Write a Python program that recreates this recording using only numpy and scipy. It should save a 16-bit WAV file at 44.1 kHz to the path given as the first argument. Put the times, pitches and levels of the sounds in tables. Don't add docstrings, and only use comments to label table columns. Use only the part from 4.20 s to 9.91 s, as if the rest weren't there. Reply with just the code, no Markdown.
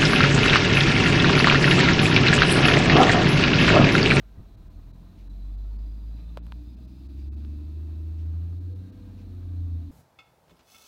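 import sys
import numpy as np
from scipy import signal
from scipy.fft import rfft, irfft, next_fast_len
from scipy.io import wavfile

SR = 44100
rng = np.random.default_rng(int(sys.argv[2]) if len(sys.argv) > 2 else 0)


def waveform_to_disk(signal):
    frames = np.transpose(np.atleast_2d(signal))
    scaled = np.clip(frames, -1, 1) * 32767
    samples = np.round(scaled).astype(np.int16)
    wavfile.write(sys.argv[1], SR, samples)


N = 251811
TIME = np.arange(N) / SR

# (frequency [Hz], density [dB])
HISS_SPECTRUM = [(2000, -12), (6000, 2), (7000, 1), (7700, -5.5), (8600, -0.5), (9700, -2.5), (10400, -16),
                 (11300, -2), (13000, 1), (16000, -0.5)]
# (frequency [Hz], density [dB])
PULSE_SPECTRUM = [(1900, 7), (2500, 9.5), (3500, 2.5), (5500, -0.5), (9000, -15)]
# (time [s], length [s], edge [Hz])
TREBLE_DIPS = [(.364, .013, 1900), (.492, .012, 1700), (.725, .014, 1400), (1.089, .012, 2200),
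               (1.366, .013, 2200), (1.579, .012, 1900), (2.21, .028, 3300), (2.561, .013, 2200),
               (2.668, .012, 2200), (2.881, .013, 1800), (3.105, .025, 1300), (3.159, .012, 1800),
               (4.397, .011, 2000), (4.545, .012, 2600), (4.715, .013, 2400)]
# (time [s], level [dB])
DRONE_LEVEL = [(0, -47.5), (.6, -51.5), (1.2, -60.5), (2.6, -58.5), (3.4, -59.5), (5.71, -61)]

# (time [s], level [dB], knock gain [dB], tick gain [dB], low cut [Hz])
CLOSE_CLICKS = [(2.173, -33.5, -3, 1.5, 340), (2.2671, -49, -23, 11, 700), (2.322, -35, -21, -5, 676),
                (3.249, -46.5, -36, -16, 1800)]
# (frequency [Hz], gain [dB], t60 [s])
SNAP_MODES = [(578, 10.5, 0.012), (920, -1, 0.014), (1600, -4, 0.007), (2550, 4.5, 0.002),
              (4040, 1, 0.0018), (4700, -28, 0.0025), (9150, -20, 0.0019), (11800, -11.5, 0.00075)]
# (frequency [Hz], density [dB])
TAIL_SPECTRUM = [(450, 2.5), (900, 3), (1400, 0.5), (2000, -10.5), (3500, -7.5), (5000, -16.5),
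                 (9000, -21.5)]

# (frequency [Hz], peak level [dB])
DRUM_MODES = [(2450, -84), (2640, -87), (3600, -83), (4010, -88.5), (4350, -89), (4580, -86), (4800, -84),
              (5000, -88.5)]
# (time [s], half length [s], frequency [Hz], peak level [dB])
BRAKE_SQUEALS = [(0.32, 0.074, 4000, -81), (0.727, .025, 3930, -74), (0.88, .06, 3980, -80),
                 (1.11, .05, 3955, -72.5), (1.23, .07, 3995, -72.5), (1.385, .07, 4020, -75.5),
                 (1.3, 0.29, 3500, -83), (1.3, .2, 4300, -83), (1.556, 0.07, 4310, -77),
                 (1.4, .12, 4780, -82), (1.585, .025, 4850, -75), (1.7, 0.13, 4790, -77),
                 (1.92, .17, 4790, -82), (1.67, .03, 4030, -76), (1.98, .08, 3995, -73.5),
                 (2.18, .16, 4010, -76), (2.05, 0.2, 2600, -83), (2.1, 0.16, 3610, -78),
                 (2.497, 0.023, 3610, -73.5), (2.5, .05, 5000, -79.5), (2.74, 0.15, 5020, -79.5),
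                 (2.86, .08, 4300, -79.5), (3.03, .04, 4850, -79.5), (3.05, 0.15, 4610, -81),
                 (3.5, 0.8, 2630, -81.5)]
# (time [s], half length [s], frequency [Hz], peak level [dB])
PANEL_BUZZES = [(0.05, .18, 1560, -81), (0.03, .12, 1380, -79), (0.17, .1, 905, -76),
                (0.184, .022, 1210, -73), (0.19, .04, 1920, -77), (0.9, 1.2, 668, -75.5),
                (0.55, .45, 1010, -78.5), (1.5, .6, 930, -80), (1.455, .02, 1330, -73),
                (2.02, 0.069, 1220, -78), (2.6, .4, 630, -76), (3.7, 0.38, 1000, -81.5),
                (4.45, .15, 470, -70), (4.55, .08, 510, -70), (5.1, 0.16, 455, -72), (4.7, .35, 1600, -81),
                (4.6, 1.1, 1215, -82.5), (5.45, .45, 688, -73), (5.4, .25, 1130, -78),
                (5.4, .35, 480, -72.5)]
# (time [s], level [dB])
RATTLE_LEVEL = [(0, -75), (.4, -74.5), (1.1, -77), (2.0, -76.5), (2.7, -84), (3.4, -76.5), (4.5, -77.5),
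                (5.71, -77.5)]
# (frequency [Hz], gain [dB], t60 [s])
CHASSIS_MODES = [(700, -1.5, 0.06), (830, -4, 0.065), (950, 0, 0.055), (1060, 0.5, .05), (1211, -2, 0.079),
                 (1340, -4.5, 0.045), (1482, -4.5, .04), (1638, -5, .04), (1880, -7, 0.043),
                 (2070, -7, 0.032)]
# (time [s], half length [s], peak level [dB])
BODY_JOLTS = [(0.191, 0.029, -50), (0.591, 0.013, -56)]
# (frequency [Hz], gain [dB], t60 [s])
THUMP_MODES = [(108, 1, 0.11), (135, 6, 0.11), (165, -3, 0.081), (262, -11, 0.12), (330, -18, 0.06),
               (675, -21, 0.04), (1210, -26, 0.038)]

# (time [s], firing rate [Hz])
FIRING_RATE = [(0, 34.3), (.3, 34.3), (.7, 42.3), (1.08, 46.3), (1.5, 49.9), (2.3, 57.7), (2.7, 62.6),
               (2.9, 66.3), (3.3, 72.8), (3.6, 77.3), (4.1, 80.7), (4.7, 93), (4.95, 91.6), (5.3, 87.7),
               (5.71, 80.4)]
# (time [s], exhaust rumble [dB], block and tyres [dB], intake hiss [dB])
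TURBULENCE_LEVELS = [(0, -63, -66.5, -77), (.3, -55.5, -67.5, -75), (.9, -54, -68, -74),
                     (1.5, -54, -69, -73.5), (2.1, -55.5, -67.5, -73), (2.7, -55, -70, -72),
                     (3.3, -65, -66.5, -71.5), (3.9, -61, -66.5, -72.5), (4.5, -60.5, -66.5, -72.5),
                     (5.1, -59, -65.5, -72.5), (5.71, -56.5, -67.5, -72.5)]
# (frequency [Hz], density [dB])
RUMBLE_SPECTRUM = [(32, -26), (48, -3.5), (80, -0.5), (120, 0), (150, -4.5), (215, 0.5), (245, -7.5),
                   (300, -2.5), (335, -10.5), (380, -16), (500, -24.5)]
BLOCK_SPECTRUM = [(300, -2), (430, 4), (540, -1), (670, 1), (810, -5), (965, -5), (1090, -7.5),
                  (1230, -5.5), (1400, -10), (1550, -9), (1750, -12.5), (1950, -10), (2200, -13),
                  (2550, -15), (3200, -16.5), (5000, -30.5)]
INTAKE_SPECTRUM = [(1800, -14), (2500, 1.5), (3100, -3), (3600, 4.5), (3950, 7), (4300, 3), (4650, -1),
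                   (5500, -6), (7000, -12)]
# (time [s], level [dB])
ENGINE_LOAD = [(0, -70.5), (.35, -63), (1.5, -63), (2.2, -59.5), (2.8, -59), (3.3, -55), (3.9, -58),
               (4.8, -54.5), (5.2, -56), (5.71, -52.5)]
# (frequency [Hz], gain [dB])
PIPE_COLOUR = [(24, -48), (36, 1), (44, 9), (50, 11.5), (62, 3.5), (100, 3.5), (135, -5), (170, -6),
               (230, -8), (290, -11), (340, -11.5), (400, -22), (490, -14), (700, -30)]
# (frequency [Hz], width [Hz], gain [dB])
PIPE_RESONANCES = [(42.7, 7, -2), (88.5, 3.7, 3), (99, 32, 2), (171.2, 7.7, 7), (216, 13, 4.5),
                   (240, 12, 0.5), (289.7, 40, 10), (317, 19, 8), (373.5, 25, 9), (392, 11, 7)]
# (order [cycles per six firings], gain [dB])
ORDER_BOOSTS = [(7, 8.5), (9, 4), (12, 11.5), (13, 2), (16, 4.5), (18, 10), (20, 6), (22, 2), (24, 8),
                (26, 5.5), (28, 4.5), (30, 6.5), (32, 4.5), (36, 6)]
# (order [cycles per six firings], time [s], half length [s], peak level [dB])
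ORDER_GROWLS = [ (12, 0.53, 0.13, -52.5), (12, 1.34, 0.8, -53.5), (12, 1.95, 0.11, -55.5),
                (18, 0.74, 0.16, -55), (24, .8, 0.16, -57.5), (24, 1.257, 0.13, -56.5), (24, 1.7, .12, -55),
                (18, 2.187, 0.3, -51.5), (30, 2.428, 0.076, -51.5), (24, 2.58, 0.11, -58.5),
                (12, 2.7, .2, -54.5), (20, 2.62, 0.11, -56), (18, 2.75, 0.13, -55.5), (30, 2.85, .35, -59),
                (24, 2.93, 0.19, -56.5), (12, 3.35, 0.22, -55.5), (9, 3.14, 0.24, -50.5),
                (26, 3.04, 0.29, -54), (18, 3.26, 0.16, -51), (20, 3.23, 0.14, -53),
                (24, 3.38, 0.13, -49.5), (26, 3.65, 0.23, -58), (30, 3.6, 0.051, -61),
                (24, 3.85, 0.26, -54), (16, 3.57, 0.45, -58), (22, 3.68, .12, -55.5),
                (22, 4.08, 0.15, -54.5), (12, 4.25, 0.17, -50.5), (13, 4.13, 0.1, -53),
                (20, 4.45, 0.25, -57), (28, 3.02, .4, -61.5), (19, 4.45, 0.14, -55),
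                (33, 4.54, 0.074, -62.5), (12, 4.64, 0.13, -51), (18, 4.68, .17, -53.5),
                (32, 4.85, 0.25, -66), (16, 4.9, 0.34, -54), (13, 4.92, 0.22, -53.5), (14, 5.0, .15, -56),
                (24, 4.4, .25, -59.5), (24, 5.15, 0.13, -58.5), (14, 3.94, .3, -59), (3, 5.1, 0.41, -47.5),
                (18, 5.14, 0.27, -54.5), (18, 5.6, .2, -54.5), (12, 5.55, .15, -54), (20, 5.45, 0.21, -50),
                (21, 5.68, 0.085, -49)]
# (time [s], level [dB])
BOOM_LEVEL = [(.15, -65), (.4, -49.5), (.62, -43), (.95, -52.5), (1.1, -36), (1.62, -30), (1.75, -34),
              (2.3, -37.5), (2.76, -44), (3.05, -33), (3.6, -34), (4.2, -28.5), (4.58, -35.5),
              (4.72, -46.5), (5.03, -43), (5.4, -29.5), (5.58, -30), (5.71, -41.5)]


def from_db(db):
    return 10 ** (np.asarray(db) / 20)


def unit_rms(x):
    return x / np.sqrt(np.mean(x ** 2) + 1e-20)


def in_time(rows):
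    times, *columns = np.transpose(rows)
    return [np.interp(TIME, times, column) for column in columns]


def at_hz(spectrum, hz):
    points_hz, points_db = np.transpose(spectrum)
    return np.interp(np.log(np.maximum(hz, 1)), np.log(points_hz), points_db)


def swell(s, half_length, db):
    return from_db(db) * np.exp(-((TIME - s) / half_length) ** 2)


def drift(rate_hz):
    step, settle = 100, 1000
    pole = np.exp(-2 * np.pi * rate_hz * step / SR)
    kicks = rng.standard_normal(N // step + settle + 2)
    slow = signal.lfilter([1], [1, -2 * pole, pole * pole], kicks)[settle:]
    return np.interp(np.arange(N) / step, np.arange(len(slow)), unit_rms(slow))


def noise(spectrum, ripple_db=0.0, ripple_hz=41.14):
    size = next_fast_len(N)
    hz = np.arange(size // 2 + 1) * SR / size + 1
    ripple = ripple_db * np.interp(hz / ripple_hz, np.arange(1000), rng.standard_normal(1000))
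    skirts = 1 / np.sqrt((1 + (spectrum[0][0] / hz) ** 8) * (1 + (hz / spectrum[-1][0] / 2) ** 8))
    colour = from_db(at_hz(spectrum, hz) + ripple) * skirts
    return unit_rms(irfft(rfft(rng.standard_normal(size)) * colour, size)[:N])


def ring(force, hz, t60):
    pole, angle = from_db(-60 / (t60 * SR)), 2 * np.pi * hz / SR
    return signal.lfilter([0, np.sin(angle)], [1, -2 * pole * np.cos(angle), pole * pole], force + 1e-18)


def unsteady_tone(hz, width_hz):
    angle = 2 * np.pi * np.cumsum(hz + np.zeros(N)) / SR
    return unit_rms(drift(width_hz) * np.cos(angle) + drift(width_hz) * np.sin(angle))


def microphone_hiss(floor_db=-76.5, every_s=1.0):
    pulses = sum(swell(s, half_length=0.033, db=-69) for s in np.arange(every_s, N / SR, every_s))
    return from_db(floor_db) * noise(HISS_SPECTRUM) + pulses * noise(PULSE_SPECTRUM)


def far_engine(hz=49.67):
    drone_db, = in_time(DRONE_LEVEL)
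    return np.sqrt(2) * from_db(drone_db) * np.sin(2 * np.pi * hz * TIME)


def close_clicks(tick_above_hz=4500):
    out = 0
    for s, level_db, knock_db, tick_db, low_cut_hz in CLOSE_CLICKS:
        blow = signal.unit_impulse(N, int(s * SR))
        snap = 0
        for k, (hz, mode_db, t60) in enumerate(SNAP_MODES):
            colour_db = knock_db * (k == 0) + tick_db * (hz > tick_above_hz)
            polarity = (-1) ** (k // 2)
            snap += polarity * ring(blow * from_db(level_db + mode_db + colour_db), hz, t60)
        low_cut = signal.butter(2, low_cut_hz, "high", fs=SR, output="sos")
        out += signal.sosfilt(low_cut, snap + 1e-12 * rng.standard_normal(N))
    return out


def click_tails(gain_db=-13, t60=.065):
    fade = 0
    for s, level_db, knock_db, *_ in CLOSE_CLICKS:
        decay_db = 60 * np.abs(TIME - s) / t60
        fade += from_db(level_db + knock_db + gain_db - decay_db) * (TIME > s)
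    return fade * noise(TAIL_SPECTRUM)


def squeal(hz, wander_hz=17.0, chatter_db=2.0, flutter_depth=.6, slip_hz=32.0):
    angle = 2 * np.pi * np.cumsum(hz + wander_hz * drift(25)) / SR
    slip_angle = 2 * np.pi * np.cumsum(slip_hz * (1 + .3 * drift(15))) / SR
    flutter = 1 + flutter_depth * np.sin(slip_angle)
    chatter = from_db(chatter_db * np.clip(drift(45), -3, 1.5))
    return unit_rms(np.sin(angle) * flutter * chatter)


def brakes(width_hz=53.0, wander_hz=18.0):
    singing = sum(from_db(db) * unsteady_tone(hz + wander_hz * drift(11), width_hz)
                  for hz, db in DRUM_MODES)
    squeals = sum(swell(s, half_length, db) * squeal(hz) for s, half_length, hz, db in BRAKE_SQUEALS)
    drag = swell(s=2.7, half_length=1.2, db=0)
    return drag * singing + squeals


def panel_buzz(width_hz=16.0):
    return sum(swell(s, half_length, db) * unsteady_tone(hz, width_hz)
               for s, half_length, hz, db in PANEL_BUZZES)


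def chassis_rattle(knocks_per_s=45, spread_db=2.5):
    rattle_db, = in_time(RATTLE_LEVEL)
    hits = rng.random(N) < knocks_per_s / SR
    knocks = hits * from_db(spread_db * np.clip(rng.standard_normal(N), -2, 2))
    ringing = sum(from_db(db) * ring(knocks * rng.uniform(-0.96, 1, N), hz, t60)
                  for hz, db, t60 in CHASSIS_MODES)
    return from_db(rattle_db) * unit_rms(ringing)


def body_thumps():
    flurry = rng.standard_normal(N) * sum(swell(*jolt) for jolt in BODY_JOLTS)
    return sum(from_db(db) * np.sqrt(4 * np.log(1000) / (t60 * SR)) * ring(flurry, hz, t60)
               for hz, db, t60 in THUMP_MODES)


def engine_turbulence(firings, knock_depth=0.05, puff_depth=0.029, flicker_db=.9):
    rumble_db, block_db, intake_db = in_time(TURBULENCE_LEVELS)
    beat = np.cos(2 * np.pi * firings)
    rumble = from_db(rumble_db) * noise(RUMBLE_SPECTRUM)
    block_gain = from_db(block_db + flicker_db * drift(12)) * (1 + knock_depth * beat)
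    block = block_gain * noise(BLOCK_SPECTRUM, ripple_db=2.1, ripple_hz=30.04)
    intake_gain = from_db(intake_db) * (1 + puff_depth * beat)
    intake = intake_gain * noise(INTAKE_SPECTRUM, ripple_db=1.1, ripple_hz=39.9)
    return rumble + block + intake


def pipe_gain(hz):
    peaks = sum((from_db(db) - 1) / (1 + (2 * (hz - centre) / width) ** 2)
                for centre, width, db in PIPE_RESONANCES)
    return from_db(at_hz(PIPE_COLOUR, hz)) * (1 + peaks)


def order_db(order, base_db=-12.5, crank_db=3.5, knee_order=23.8, fade_db_per_order=0.42):
    boost_db = sum(db for k, db in ORDER_BOOSTS if round(k) == order)
    fade_db = fade_db_per_order * max(order - knee_order, 0)
    return base_db + crank_db * (order % 2 == 0) + boost_db - fade_db


def easing_loss_db(order, hz, start_s=4.24, ramp_s=0.85, firing_db=6.5, top_db=7, edge_hz=302):
    eased = np.clip((TIME - start_s) / ramp_s, 0, 1)
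    above_edge = np.clip((hz - edge_hz) / 20, 0, 1)
    return eased * (firing_db * (order % 6 == 0) + top_db * above_edge)


def exhaust_overtones(firing_hz, firings, waver_db=2.0, growl_waver_db=1.03):
    load_db, = in_time(ENGINE_LOAD)
    out = 0
    for order in np.setdiff1d(np.arange(3, 43), 6):
        multiple = order / 6
        hz = firing_hz * multiple
        waver = drift(6.9)
        line_db = load_db + order_db(order) - easing_loss_db(order, hz) + waver_db * waver
        growl = sum(swell(s, half_length, db)
                    for k, s, half_length, db in ORDER_GROWLS if round(k) == order)
        gain = np.maximum(from_db(line_db) * pipe_gain(hz), growl * from_db(growl_waver_db * waver))
        wobble = (.15 + .05 * max(order - 24, 0)) * drift(9)
        out += gain * np.sin(2 * np.pi * (firings * multiple + rng.random()) + wobble)
    return np.sqrt(2) * out


def exhaust_boom(firings, waver_db=0.88):
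    boom_db, = in_time(BOOM_LEVEL)
    return np.sqrt(2) * from_db(boom_db + waver_db * drift(9.5)) * np.sin(2 * np.pi * firings)


def scene():
    firing_hz, = in_time(FIRING_RATE)
    firings = np.cumsum(firing_hz) / SR
    engine = exhaust_boom(firings) + exhaust_overtones(firing_hz, firings) + engine_turbulence(firings)
    truck = engine + brakes() + body_thumps() + panel_buzz() + chassis_rattle()
    return (truck + far_engine() + close_clicks() + click_tails() + microphone_hiss())[None]


def record(dry, dip_db_per_s=1098, cutoff_hz=15800):
    sound = dry
    for s, length, edge_hz in TREBLE_DIPS:
        low = signal.sosfiltfilt(signal.butter(2, edge_hz, fs=SR, output="sos"), sound)
        dip_db = dip_db_per_s * length * swell(s, length / 2, 0)
        sound = low + (sound - low) * from_db(-dip_db)
    return signal.sosfilt(signal.ellip(10, .1, 80, cutoff_hz, fs=SR, output="sos"), sound)


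dry = scene()
out = record(dry)
waveform_to_disk(out)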